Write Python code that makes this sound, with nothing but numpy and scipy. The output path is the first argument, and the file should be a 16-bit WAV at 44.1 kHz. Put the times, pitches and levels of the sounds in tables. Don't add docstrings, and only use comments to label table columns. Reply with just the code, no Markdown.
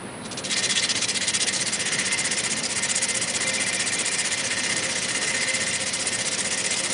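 import sys
import numpy as np
from scipy import signal
from scipy.fft import rfft, irfft, next_fast_len
from scipy.io import wavfile
from scipy.ndimage import uniform_filter1d, map_coordinates

SR = 44100
rng = np.random.default_rng(int(sys.argv[2]) if len(sys.argv) > 2 else 0)


def dump(signal):
    limited = np.clip(np.atleast_2d(signal).T, -1, 1)
    pcm = np.round(limited * 32767).astype(np.int16)
    wavfile.write(sys.argv[1], SR, pcm)


N = 305613
TIME = np.arange(N) / SR
SPINDLE_HZ = 15.5


def amp(db):
    return 10 ** (np.asarray(db) / 20)


def unit(x):
    return x / np.sqrt(np.mean(x ** 2) + 1e-20)


def along(points, hz):
    f, v = np.transpose(points)
    return np.interp(np.log(hz + 1), np.log(f + 1), v)


def curves(rows):
    s, *cols = np.transpose(rows)
    return [np.interp(TIME, s, c) for c in cols]


def wobble(rate_hz):
    knots = rng.standard_normal(int(N * rate_hz / SR) + 4)
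    return map_coordinates(knots, [TIME * rate_hz])


def filtered(x, response):
    m = next_fast_len(N + SR // 2)
    return irfft(rfft(x, m) * response(np.fft.rfftfreq(m, 1 / SR)), m)[:N]


def coloured(x, spectrum):
    return unit(filtered(x, lambda hz: amp(along(spectrum, hz))))


def ringing(x, modes):
    def response(f):
        return sum(amp(db) * 1j * f * w / (c * c - f * f + 1j * f * w) for c, w, db in modes)
    return unit(filtered(x, response))


def grit(rate_hz, spread_db):
    hit = rng.random(N) < rate_hz / SR
    return unit(hit * rng.standard_normal(N) * amp(spread_db * rng.standard_normal(N)))


def throb(db):
    gain = amp(db)
    power = uniform_filter1d(gain ** 2, int(SR / SPINDLE_HZ))
    return gain / np.sqrt(np.abs(power) + 1e-12)


def bite(turns, arc, dome, rise=.04, fall=.11):
    angle = (turns + .5) % 1 - .5
    catch = (1 + np.tanh((angle + arc) / rise)) / 2
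    release = (1 - np.tanh((angle - arc - fall / 2) / fall)) / 2
    return (1 - dome) * (catch * release - 1) - dome * np.sin(np.pi * angle) ** 2


def surface(turns, count):
    patches = rng.standard_normal((count, 40))
    return unit(map_coordinates(patches, [turns % 1 * count, TIME * 3], order=1, mode="grid-wrap"))


def spinning(x, modes, turns, depth_db):
    total = 0
    for hz, width_hz, db, angle in modes:
        lobes = amp(depth_db * np.cos(2 * np.pi * 2 * (turns - angle)))
        mode = unit(lobes * ringing(x, [(hz, width_hz, 0)]))
        total = total + amp(db) * np.sqrt(width_hz) * mode
    return unit(total)


def patchy(x, depth_db):
    z = signal.stft(x, nperseg=256)[2]
    field = uniform_filter1d(rng.standard_normal(z.shape), size=4, axis=0)
    field = uniform_filter1d(field, size=7, axis=1)
    return unit(signal.istft(z * amp(depth_db * unit(field)), nperseg=256)[1][:N])


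# (frequency [Hz], relative level [dB per Hz])
RUMBLE_SPECTRUM = [(20, -37), (38, -21), (50, -21.5), (70, -22), (115, -2.5), (155, -5.5), (200, -4),
                   (250, -3.5), (300, -5.5), (450, -5), (600, -8.5), (1000, -12.5), (2000, -14),
                   (2800, -19.5), (4500, -24), (7000, -37.5), (10000, -18)]
RUMBLE_DB = -35


def rumble():
    return amp(RUMBLE_DB + 1.16 * wobble(13)) * coloured(rng.standard_normal(N), RUMBLE_SPECTRUM)


# (frequency [Hz], width [Hz], relative level [dB])
FRAME_MODES = [(526.3, 33, -3.5), (722, 20, -8.5), (941, 32, -9.5), (1373, 35, -11.5)]
# (frequency [Hz], width [Hz], relative level [dB])
GUARD_MODE = [(212.2, 58, 0)]
# (time [s], frame level [dB], belt guard drone level [dB])
SHAKE_LEVELS = [(0, -47, -45), (2.4, -43, -46.5), (4, -42.5, -47), (6.93, -43, -50.5)]


def shaking():
    frame_db, guard_db = curves(SHAKE_LEVELS)
    unbalance_db = 3.1 * np.cos(2 * np.pi * SPINDLE_HZ * TIME - 1.1)
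    frame = ringing(rng.standard_normal(N) * amp(unbalance_db), FRAME_MODES)
    guard = ringing(ringing(rng.standard_normal(N), GUARD_MODE), GUARD_MODE)
    return amp(frame_db) * frame + amp(guard_db) * guard


def line(hz, db, drift_rad):
    phase = 2 * np.pi * (hz * TIME + rng.random()) + drift_rad * wobble(4.12)
    return np.sqrt(2) * amp(db + wobble(3.1)) * np.sin(phase)


HUM_LINES_HZ = (529.3, 637, 937)
# (time [s], low line level [dB], middle line level [dB], high line level [dB])
HUM_LEVELS = [(0, -62, -67, -65), (2, -62.5, -53, -64), (3.2, -44.5, -60, -52), (4, -53, -54, -69),
              (4.5, -46, -56, -62), (6.93, -46, -49.5, -62)]
HUM_FLUTTER_DB = 3


def hum():
    total = 0
    for hz, db in zip(HUM_LINES_HZ, curves(HUM_LEVELS)):
        flutter = unit(amp(HUM_FLUTTER_DB * wobble(30)))
        total = total + flutter * line(hz, db, drift_rad=0.54 * hz / HUM_LINES_HZ[0])
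    return total


# (multiple of spindle speed [1], level [dB])
SPINDLE_ORDERS = [(4, -67.5), (5, -67.5), (6, -57), (7, -72), (12, -49.5), (16, -52.5)]
# (frequency [Hz], level [dB])
MOTOR_TONES = [(118.4, -59), (9900, -47.5)]


def spindle_and_motor():
    spindle = sum(line(round(k) * SPINDLE_HZ, db, drift_rad=1.0) for k, db in SPINDLE_ORDERS)
    motor = sum(line(hz, db, drift_rad=.25) for hz, db in MOTOR_TONES)
    return spindle + motor


def lathe():
    return rumble() + shaking() + hum() + spindle_and_motor()


# (time [s], length [s], frequency [Hz], gain [dB])
FIRST_GRAZE = (.24, .02, 4000, -43)


def graze():
    s, length_s, hz, db = FIRST_GRAZE
    swell = np.exp(-((TIME - s) / length_s) ** 2)
    return amp(db) * swell * ringing(grit(rate_hz=4500, spread_db=3), [(hz, 160, 0)])


# (frequency [Hz], t60 [s])
ROOM_DECAY = [(200, 0.26), (2000, 0.25), (10000, 0.005)]


def workshop(x):
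    hz, t, z = signal.stft(rng.standard_normal(SR // 2), SR, nperseg=256)
    decay = amp(-60 * t / along(ROOM_DECAY, hz)[:, None])
    tail = signal.istft(z * decay, SR, nperseg=256)[1]
    delayed = np.pad(tail, (SR // 250, 0))
    return signal.fftconvolve(x, delayed / np.linalg.norm(tail))[:N]


# (frequency [Hz], relative level [dB per Hz])
HISS_SPECTRUM = [(1500, -62), (3500, -34.5), (5000, -15), (5800, -22.5), (6500, 13.5), (7200, 15.5),
                 (8000, 14.5), (8700, 15), (9600, 17.5), (10500, 1.5)]


def fine_grit():
    return patchy(coloured(grit(rate_hz=32000, spread_db=5.0), HISS_SPECTRUM), depth_db=2.5)


# (frequency [Hz], relative level [dB per Hz])
FOOT_SPECTRUM = [(300, -30.5), (1200, -9), (1700, -16), (2400, -4), (3000, 1.5), (4100, 2.5), (5400, 0),
                 (6200, -0.5), (7500, -6), (10000, -29.5)]
# (frequency [Hz], width [Hz], relative level [dB])
PAPER_MODES = [(2420, 80, -5), (2830, 70, -5), (3430, 110, 0), (3980, 130, 0), (4430, 90, -3),
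               (5050, 150, -3), (5740, 190, -5)]
# (time [s], level [dB], pitch ratio of paper resonances [1])
GRIP_SHIFTS = [(.5, -27.5, 1), (.68, -24.8, 1), (1.03, -26.3, 1), (1.22, -30.5, .98), (1.3, -26.5, .97),
               (1.45, -25, 1.02), (1.6, -28.5, 1)]
PAPER_DB, PAPER_WANDER = -1, .014


def foot_rasp(scrape):
    pitch = curves(GRIP_SHIFTS)[1] * (1 + PAPER_WANDER * wobble(SPINDLE_HZ))
    paper = ringing(grit(rate_hz=5500, spread_db=3.0), PAPER_MODES)
    paper = map_coordinates(paper, [np.cumsum(pitch)], mode="grid-wrap")
    return unit(coloured(scrape, FOOT_SPECTRUM) + amp(PAPER_DB) * unit(paper))


# (time [s], length [s], gain [dB])
FIRST_TOUCHES = [(.246, .02, -38), (.309, .02, -35), (.37, .02, -29), (.437, .027, -31)]
TOUCH_RISE_S, TOUCH_FALL_S, TOUCH_HISS_DB = .005, .011, -5


def touches(foot, fine):
    gain = 0
    for s, length_s, db in FIRST_TOUCHES:
        t = TIME - s
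        rise = np.clip(t / TOUCH_RISE_S, 0, 1)
        fall = np.exp(-np.maximum(t - length_s, 0) / TOUCH_FALL_S)
        gain = gain + amp(db) * rise * fall
    judder = amp(1.2 * wobble(250))
    return judder * gain * patchy(foot + amp(TOUCH_HISS_DB) * fine, depth_db=0.5)


# (time [s], level [dB])
FINGER_PRESS = [(.55, -4), (.68, -2.5), (.9, -5.5), (1.1, -1.5), (1.22, -4.5), (1.3, -1.5), (1.42, -2),
                (1.55, -3.5), (2.25, -2), (2.7, -3), (2.9, 1), (3.03, 1.5), (3.12, -0.5), (3.33, -3),
                (3.5, -1.5), (3.7, -2), (4.2, -0.7), (4.43, -5), (5.05, -4.5), (5.3, -3), (5.75, -4),
                (6.1, -3.5), (6.93, -2)]
# (frequency [Hz], width [Hz], relative level [dB per Hz], angle [turns])
CUP_MODES = [(4930, 170, 0, .02), (5780, 200, 0, -.27), (6850, 240, -2.5, -.13), (7400, 260, -5.5, .1),
             (8550, 380, -4.5, .2), (9300, 500, -4, -.15)]
HISS_DB = -26.5


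def hiss(fine, turns, load_db, fibres_db):
    press_db = curves(FINGER_PRESS)[0] + .3 * wobble(12)
    cup = spinning(grit(rate_hz=14000, spread_db=1.2), CUP_MODES, turns, depth_db=3.5)
    rough_db = fibres_db + .4 * surface(turns, count=12) + wobble(110)
    return amp(HISS_DB + press_db) * unit(fine + amp(-5) * cup) * throb(1.45 * load_db + rough_db)


# (frequency [Hz], relative level [dB per Hz])
STEM_SPECTRUM = [(300, -18.5), (1200, -7.5), (1700, -7), (2300, 1), (2900, -2), (3600, -2), (4200, -4),
                 (5200, 0.5), (6200, 0.5), (10000, -48)]
STEM_DB = -32


def rasp(scrape, foot, place, drag_db, fibres_db):
    level_db = (1 - place) * curves(GRIP_SHIFTS)[0] + place * STEM_DB
    noise = patchy((1 - place) * foot + place * coloured(scrape, STEM_SPECTRUM), depth_db=2.5)
    rough_db = fibres_db + (1.4 - .5 * place) * wobble(120)
    return amp(level_db + .4 * wobble(20)) * noise * throb((.8 - .48 * place) * drag_db + rough_db)


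EDGE_TURNS, EDGE_SPREAD_TURNS = .195, .115
EDGE_FLOOR, EDGE_LEAD_TURNS = .42, .05


def edges(turns):
    angle = (turns + EDGE_LEAD_TURNS + .5) % 1 - .5
    return unit(EDGE_FLOOR + np.exp(-((np.abs(angle) - EDGE_TURNS) / EDGE_SPREAD_TURNS) ** 2))


# (frequency [Hz], width [Hz], relative level [dB per Hz], angle [turns])
WOOD_MODES = [(1844, 21.6, -2.5, -0.52), (1976, 63, -4.5, -0.19), (2066, 42, -2, -0.54),
              (2383, 56, -10, 0.42), (2612, 30, -9.5, -0.27), (2822, 63, -8.5, 0.018),
              (3026, 100, -15.5, 0.043), (3320, 25, -9, 0.07), (4057, 95, -11.5, -0.12)]
# (time [s], level [dB])
RING_LEVELS = [(.65, -31), (.85, -32), (1.06, -36), (1.22, -30.5), (1.38, -33), (1.74, -35), (1.88, -29),
               (2.33, -31), (2.66, -38.5), (2.85, -31), (3.2, -34.5), (3.5, -31.5), (4.2, -32), (4.68, -29),
               (5.05, -32.5), (5.42, -28), (5.9, -35), (6.93, -34)]


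def wood_ring(turns, load_db):
    bending = grit(rate_hz=7000, spread_db=0.3) * edges(turns) * throb(0.054 * load_db)
    return amp(curves(RING_LEVELS)[0]) * spinning(bending, WOOD_MODES, turns, depth_db=1.5)


# (middle [s], length [s], frequency [Hz], gain [dB])
SINGING_SPELLS = [(2.86, .16, 2075, -38), (3.16, .2, 2070, -39), (3.52, .24, 2072, -36.5),
                  (5.42, .42, 2055, -35)]


def singing(turns):
    drift_rad = .45 * wobble(60)
    tone = 0
    for s, length_s, hz, db in SINGING_SPELLS:
        swell = np.exp(-(2 * (TIME - s) / length_s) ** 4)
        tone = tone + amp(db) * swell * np.sin(2 * np.pi * hz * TIME + drift_rad)
    return np.sqrt(2) * tone * unit(np.sqrt(edges(turns)) * amp(3 * wobble(24)))


SQUEAK_HZ, SQUEAK_DB = 2375, -39.5
SQUEAK_FROM_S, SQUEAK_TO_S = 3.45, 4.2
SQUEAK_RISE_DB_PER_S, SQUEAK_FALL_DB_PER_S = 100, 40


def squeak(turns):
    before_db = SQUEAK_RISE_DB_PER_S * np.maximum(SQUEAK_FROM_S - TIME, 0)
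    after_db = SQUEAK_FALL_DB_PER_S * np.maximum(TIME - SQUEAK_TO_S, 0)
    level_db = SQUEAK_DB - before_db - after_db + 1.2 * wobble(16)
    slip = np.exp(-(np.cos(np.pi * turns) / .3) ** 2)
    phase = 2 * np.pi * SQUEAK_HZ * TIME + .3 * wobble(120) + .9 * wobble(30)
    return amp(level_db) * unit(slip) * np.sqrt(2) * np.sin(phase)


# (time [s], lag of the high spot [turns], pressure swing over a turn [dB])
HAND_MOTION = [(.39, 0, 24), (.9, .04, 18), (1.2, .035, 17), (1.35, .01, 23), (1.6, .03, 19),
               (2.1, .04, 16), (3.0, .06, 17), (4.1, .085, 15), (4.55, .11, 10), (5.3, .075, 9),
               (6.05, .19, 12), (6.93, .22, 12)]
# (time [s], place [0 foot, 1 stem])
PAPER_SLIDE = [(1.45, 0.12), (1.9, 0.83), (4.9, 0.86), (6.93, 0.65)]
TOUCH_S, SETTLE_S = .445, .09
ARC_TURNS, ARC_POWER = .31, .42
WRAP_TURNS = .055
UNEVEN_FOOT, UNEVEN_STEM = .3, .12


def sanding():
    lag, swing_db = curves(HAND_MOTION)
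    place = np.clip(curves(PAPER_SLIDE)[0], 0, 1)
    turns = SPINDLE_HZ * TIME - lag + .012 * wobble(14)
    touch = np.clip((TIME - TOUCH_S) / SETTLE_S, 0, 1)
    arc = ARC_TURNS * touch ** ARC_POWER + .025 * wobble(25)
    uneven = (1 - place) * UNEVEN_FOOT + place * UNEVEN_STEM
    depth_db = swing_db * (1 + uneven * wobble(16))
    load_db = depth_db * bite(turns, arc, dome=.2 - .1 * place)
    drag_db = depth_db * bite(turns, arc + WRAP_TURNS * place, dome=.3 - .2 * place)
    fibres_db = .4 * surface(turns, count=14) + .6 * wobble(290)
    fine = fine_grit()
    scrape = grit(rate_hz=20000, spread_db=2.0)
    foot = foot_rasp(scrape)
    rubbing = hiss(fine, turns, load_db, fibres_db)
    rubbing = rubbing + rasp(scrape, foot, place, drag_db, fibres_db)
    rubbing = rubbing + wood_ring(turns, load_db)
    return touches(foot, fine) + touch * rubbing + singing(turns) + squeak(turns)


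def scene():
    paper = sanding() + graze()
    return (paper + amp(-18.0) * workshop(paper) + lathe())[None]


TOP_HZ = 10050


def record(dry):
    return filtered(dry[0], lambda hz: 1 / np.sqrt(1 + (hz / TOP_HZ) ** 400))[None]


dry = scene()
out = record(dry)
dump(out)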